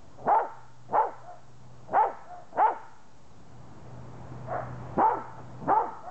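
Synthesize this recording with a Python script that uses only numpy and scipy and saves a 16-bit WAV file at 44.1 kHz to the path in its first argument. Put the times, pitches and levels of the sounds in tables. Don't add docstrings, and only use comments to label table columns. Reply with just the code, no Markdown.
import sys
import numpy as np
from scipy import signal
from scipy.fft import rfft, irfft
from scipy.io import wavfile
from scipy.ndimage import uniform_filter1d

SR = 44100
rng = np.random.default_rng(int(sys.argv[2]) if len(sys.argv) > 2 else 0)


def transcribe(u):
    v = np.clip(np.atleast_2d(u).T, -1, 1)
    q = np.round(v * 32767).astype(np.int16)
    wavfile.write(sys.argv[1], SR, q)


N = 269010
TIME = np.arange(N) / SR


def gain_of(db):
    return 10 ** (np.asarray(db) / 20)


def unit_rms(x):
    return x / np.sqrt(np.mean(abs(x) ** 2) + 1e-20)


def curve_at(points, hz):
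    freqs, values = np.transpose(points)
    return np.interp(np.log(hz + 1), np.log(freqs + 1), values)


def add(mix, start_s, sound):
    part = mix[max(round(start_s * SR), 0):][:len(sound)]
    part += sound[:len(part)]


def drift(rate_hz):
    hz = np.fft.rfftfreq(N, 1 / SR)
    return unit_rms(irfft(rfft(rng.standard_normal(N)) / np.sqrt(1 + (hz / rate_hz) ** 8), N))


# freq_hz, gain_db
WASH_EQ = [(20, -17.5), (45, -5), (68, 3.5), (95, 2), (150, 3), (250, -1), (400, -6), (850, -5),
           (1200, -11.5), (1700, -19.5), (2400, -27.5), (4000, -41), (8000, -57)]
# time_s, wash_db, hum_db
BACKGROUND_FADERS = [(0, -44, -52.5), (.8, -44, -41.5), (1.7, -40, -39.5), (2.4, -41.5, -54.5),
                     (3.1, -40, -48), (3.7, -40, -41.5), (4.8, -44.5, -43), (5.4, -33.5, -33.5),
                     (6.1, -40, -46.5)]


def background(swell_db=-0.4, hum_hz=124, hum_waver_db=2.0, hum_wander=0.0035):
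    times, *faders = np.transpose(BACKGROUND_FADERS)
    wash_db, hum_db = (np.interp(TIME, times, fader) for fader in faders)
    wash_eq = gain_of(curve_at(WASH_EQ, np.fft.rfftfreq(N, 1 / SR)))
    wash = unit_rms(irfft(rfft(rng.standard_normal(N)) * wash_eq, N))
    cycles = np.cumsum(hum_hz * (1 + hum_wander * drift(rate_hz=1.3))) / SR
    hum = unit_rms(np.sin(2 * np.pi * cycles)) * gain_of(hum_db + hum_waver_db * drift(rate_hz=3.8))
    return wash * gain_of(wash_db + swell_db * drift(rate_hz=3.0)) + hum


def unsteadiness():
    return np.array([drift(rate_hz=117), drift(rate_hz=170), rng.standard_normal(N)])


def larynx(pitch, rough, unsteady, jitter=0.0692, shimmer=0.65, breath=3.7, waver=0.012,
           rasp=0.72, flutter_ratio=0.68, rolloff=0.11, smear=0.3):
    slip, beat, air = unsteady
    cycles = np.cumsum(pitch * (1 + (waver + jitter * rough) * slip)) / SR
    folds = sum(np.exp(-rolloff * k) * np.cos(2 * np.pi * k * cycles - smear * k ** 2)
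                for k in np.arange(1, 21))
    flutter = np.cos(2 * np.pi * np.cumsum(pitch * flutter_ratio * (1 + 0.1 * beat)) / SR)
    folds = unit_rms(folds) * np.exp(rough * (shimmer * beat + rasp * flutter))
    puffs = air * (1 + np.cos(2 * np.pi * cycles)) * np.sqrt(SR / pitch / 60)
    return (1 - rough ** 2) * folds + breath * rough ** 1.5 * puffs


def minimum_phase(eq_db):
    log_gain = np.log(gain_of(np.maximum(eq_db, -90)))
    mirrored = np.concatenate([log_gain, log_gain[-2:0:-1]])
    return np.exp(signal.hilbert(mirrored, axis=0).conj())[:len(eq_db)]


def bark(start_s, gesture, treble_db, bass_db, lawn_dip_hz, throat, unsteady,
         bass_hz=400, treble_hz=1600, bite_hz=1700, bite_db=6, dip_db=5, dip_octaves=0.23):
    level_db, pitch, rough, mouth = gesture
    span = (round(start_s * SR) + np.arange(len(pitch))) % N
    pulses = larynx(pitch, np.clip(rough, 0, 1), unsteady[:, span])
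    hz, frame_s, spectra = signal.stft(pulses, SR, nperseg=512, noverlap=448)
    hz = hz[:, None]
    climb = np.clip(np.gradient(pitch) * SR / 3500, 0, 1)
    opening, fundamental, snap, leak = (np.interp(frame_s, TIME[:len(curve)], curve)
                                        for curve in (mouth, pitch, climb, rough))
    eq_db = curve_at(throat, hz / opening ** 0.55)
    eq_db += np.clip(leak, 0, 1) * (uniform_filter1d(eq_db, size=7, axis=0) - eq_db)
    eq_db += bite_db * snap * np.exp(-2 * np.log2((hz + 1) / bite_hz) ** 2)
    eq_db -= dip_db * np.exp(-(np.log2((hz + 1) / lawn_dip_hz) / dip_octaves) ** 2)
    eq_db += (treble_db - 12 * (1 - opening)) * hz ** 6 / (hz ** 6 + treble_hz ** 6)
    eq_db += bass_db / (1 + (hz / bass_hz) ** 6)
    eq_db += 75 * (1 - opening) ** 2 * np.exp(-((hz / fundamental - 1) / 0.46) ** 2)
    low_cut = 1 / (1 + (0.76 * fundamental / (hz + 1)) ** 12)
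    shaped = spectra * minimum_phase(eq_db) * low_cut
    voice = signal.istft(shaped, SR, nperseg=512, noverlap=448)[1][:len(pulses)]
    power = uniform_filter1d(uniform_filter1d(voice ** 2, size=380), size=200)
    voice /= np.sqrt(abs(power) + 1e-12)
    return voice * gain_of(level_db) * signal.windows.tukey(len(voice), 0.03)


def near_gesture(attack_s, push_s, release_s, top_db, top_hz, climb_s, top_rough, growl_s, growl_db,
                 growl_hz=135.96, growl_rough=0.81, attack_db=-22.5,
                 swell_s=0.025, open_s=0.018, clear_s=0.028, leap_hz=64.85, leap_s=0.01609,
                 break_s=0.013, break_db=6, flip_hz=79.8, flip_s=0.02195, fade_db=27):
    t = np.arange(-growl_s, push_s + 2.6 * release_s, 1 / SR)
    since_attack, since_break = np.maximum(t, 0), np.maximum(t - push_s, 0)
    swell = np.clip(1 + t / swell_s, 0, 1)
    climb = 1 - np.exp(-since_attack / climb_s)
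    broken = np.clip(1 + (t - push_s) / break_s, 0, 1)
    fall = (since_break / release_s) ** 2
    level_db = growl_db + (attack_db - growl_db) * swell + (top_db - attack_db) * climb
    level_db -= break_db * broken + fade_db * fall
    pitch = growl_hz + (top_hz - growl_hz) * climb * np.exp(-1.25 * fall)
    pitch += leap_hz * swell * np.exp(-since_attack / leap_s)
    pitch += flip_hz * np.clip(2 * since_break / break_s, 0, 1) * np.exp(-since_break / flip_s)
    held_rough = top_rough * np.exp(0.35 * drift(rate_hz=45)[:len(t)])
    rough = held_rough + (growl_rough - held_rough) * np.exp(-(since_attack / clear_s) ** 2)
    break_rough = 0.62 * (1 - 0.5 * np.minimum(since_break / release_s, 1))
    rough = np.clip(rough + (break_rough - rough) * broken, 0, 1)
    mouth = 0.54 + 0.46 * (1 - np.exp(-since_attack / open_s)) * np.exp(-3.2 * fall)
    return attack_s - growl_s, (level_db, pitch, rough, mouth)


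# attack_s, push_s, release_s, top_db, top_hz, climb_s, top_rough (0-1),
# growl_s (ahead of the attack), growl_db, treble_db, turned_away (0 or 1)
NEAR_BARKS = [(.267, 0.12, .088, 1, 463.5, 0.036, 0.23, .09, -37, -4.5, 0),
              (.926, 0.096, .095, 2, 472.6, 0.027, 0.45, 0.043, -34.5, -4, 0),
              (1.929, 0.1, 0.094, 3, 469, 0.035, 0.11, 0.049, -31.5, 3, 0),
              (2.568, .102, 0.083, 5, 473.2, .036, 0.05, .045, -32, 3.5, 0),
              (4.979, .113, 0.12, -2, 450.1, .027, 0.31, .013, -53.5, -1.5, 1),
              (5.672, 0.12, 0.093, -1, 448.5, 0.028, 0.23, .066, -26, -4.5, 1)]
# freq_hz, gain_db
NEAR_THROAT_EQ = [(100, -9), (200, -12.5), (330, -22.5), (450, -24.5), (550, -0.5), (700, -9), (860, 5.5),
                  (1070, -11.5), (1380, -16), (1650, -29), (2050, -31), (2550, -46), (3100, -44),
                  (3600, -59), (5000, -74)]


def near_dog():
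    side_on, facing_away = (-5.5, 1120, -2.2), (6.6, 607, 3.6)
    unsteady, direct, send = unsteadiness(), np.zeros(N), np.zeros(N)
    for *cue, treble_db, turned_away in NEAR_BARKS:
        bass_db, lawn_dip_hz, send_db = facing_away if turned_away else side_on
        start_s, gesture = near_gesture(*cue)
        voice = bark(start_s, gesture, treble_db, bass_db, lawn_dip_hz, NEAR_THROAT_EQ, unsteady)
        add(direct, start_s, voice)
        add(send, start_s, voice * gain_of(send_db))
    return direct, send


# delay_s, level_db
YARD_SLAPS = [(.004, -31), (.0125, -10.5), (.031, -21.5), (.052, -16.5), (.108, -26), (.156, -28.5),
              (.215, -36.5)]
# freq_hz, gain_db
TAIL_EQ = [(150, -23.5), (450, -27), (680, -34), (865, -18), (1080, -10.5), (1400, -6), (2000, -7),
           (3200, -7.5)]
# freq_hz, t60_s
TAIL_DECAY = [(200, 1), (800, 0.65), (1500, 0.73), (3500, 0.68)]


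def yard(send, build_s=0.028, taps_per_s=2000):
    taps = rng.choice([-1., 1.], SR) * (rng.random(SR) < taps_per_s / SR)
    hz, t, scatter = signal.stft(taps * (1 - np.exp(-TIME[:SR] / build_s)), SR, nperseg=256)
    scatter *= gain_of(-60 * t / curve_at(TAIL_DECAY, hz)[:, None])
    norm = np.linalg.norm(signal.istft(scatter, SR, nperseg=256)[1])
    scatter *= gain_of(curve_at(TAIL_EQ, hz))[:, None]
    response = signal.istft(scatter, SR, nperseg=256)[1] / norm
    for delay_s, level_db in YARD_SLAPS:
        add(response, delay_s, gain_of([level_db]))
    return signal.fftconvolve(send, response)[:N]


# start_s, level_db, band_hz, t60_s
CLICKS_AND_BUMPS = [(0.892, -42, 1420, .03), (1.878, -33.5, 845, 0.04), (2.523, -32.5, 800, 0.026),
                    (4.317, -36, 298, 0.054), (5.389, -29.5, 295, 0.14), (5.378, -29.5, 740, 0.15)]


def clicks_and_bumps():
    out, t = np.zeros(N), TIME[:SR // 5]
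    for start_s, level_db, band_hz, t60_s in CLICKS_AND_BUMPS:
        band = signal.butter(3, [band_hz * 0.75, band_hz * 1.41], "band", fs=SR, output="sos")
        burst = rng.standard_normal(len(t)) * gain_of(level_db - 60 * t / t60_s)
        add(out, start_s, signal.sosfilt(band, burst) * np.sqrt(SR / band_hz))
    return out


def far_gesture(length_s, top_db, top_hz, mid_rough, top_at=0.4, ends_db=17.5, sag=0.2, fray=0.42):
    progress = np.arange(0, length_s, 1 / SR) / length_s
    slack = 1 - np.sin(np.pi * progress ** (np.log(0.5) / np.log(top_at)))
    rough = mid_rough + fray * (progress - 0.5)
    mouth = 1 - 0.06 * slack
    return top_db - ends_db * slack, top_hz * (1 - sag * slack), rough, mouth


# start_s, length_s, top_db, top_hz, mid_rough (0-1), treble_db
FAR_ANSWERS = [(1.215, .18, -26, 352.2, 0.37, -1.5), (2.247, .2, -27.5, 362, 0.31, 0),
               (4.47, .185, -31, 369.3, 0.56, 0.5), (6.025, 0.16, -22.5, 365, 0.43, 0)]
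# freq_hz, gain_db
FAR_THROAT_EQ = [(150, -25.5), (350, -16), (500, -16), (620, 4), (720, 10.5), (900, -22), (1220, -9.5),
                 (1600, -25), (1950, -24.5), (2400, -48), (4000, -67)]


def far_dog(bass_db=-1, lawn_dip_hz=400):
    unsteady, out = unsteadiness(), np.zeros(N)
    for start_s, *cue, treble_db in FAR_ANSWERS:
        voice = bark(start_s, far_gesture(*cue), treble_db, bass_db, lawn_dip_hz, FAR_THROAT_EQ, unsteady)
        add(out, start_s, voice)
    return out


def scene(far_send_db=3.5):
    near, near_send = near_dog()
    far, knocks = far_dog(), clicks_and_bumps()
    echoes = yard(near_send + knocks + gain_of(far_send_db) * far)
    return (near + far + knocks + echoes + background())[None]


def gain_control(x, ceiling_db=-17.5, recovery_db_per_s=12, start_db=12):
    peak_db = 10 * np.log10(abs(uniform_filter1d(x ** 2, size=52)) + 1e-12)
    recovery_db = TIME * recovery_db_per_s
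    held_db = np.maximum.accumulate(peak_db - ceiling_db + recovery_db)
    duck_db = np.maximum(np.maximum(held_db, start_db) - recovery_db, 0)
    return uniform_filter1d(uniform_filter1d(duck_db, size=50), size=50)


def record(dry, hiss_db=-68, whine_db=-84, whine_hz=6667, thump_db=-53, offset=-0.0058, cutoff_hz=8000):
    duck_db = gain_control(dry[0])
    thump_band = signal.butter(1, [12, 25], "band", fs=SR, output="sos")
    thump = gain_of(thump_db) * signal.sosfilt(thump_band, duck_db - duck_db[0])
    hiss = gain_of(hiss_db) * rng.standard_normal(N) * np.sqrt(SR / 2 / cutoff_hz)
    whine = gain_of(whine_db) * unit_rms(np.sin(2 * np.pi * whine_hz * TIME))
    mix = dry[0] * gain_of(-duck_db) + thump + hiss + whine
    high_cut = signal.firwin(141, cutoff_hz, window=("kaiser", 8), fs=SR)
    return (signal.oaconvolve(mix, high_cut, "same") + offset)[None]


dry = scene()
out = record(dry)
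transcribe(out)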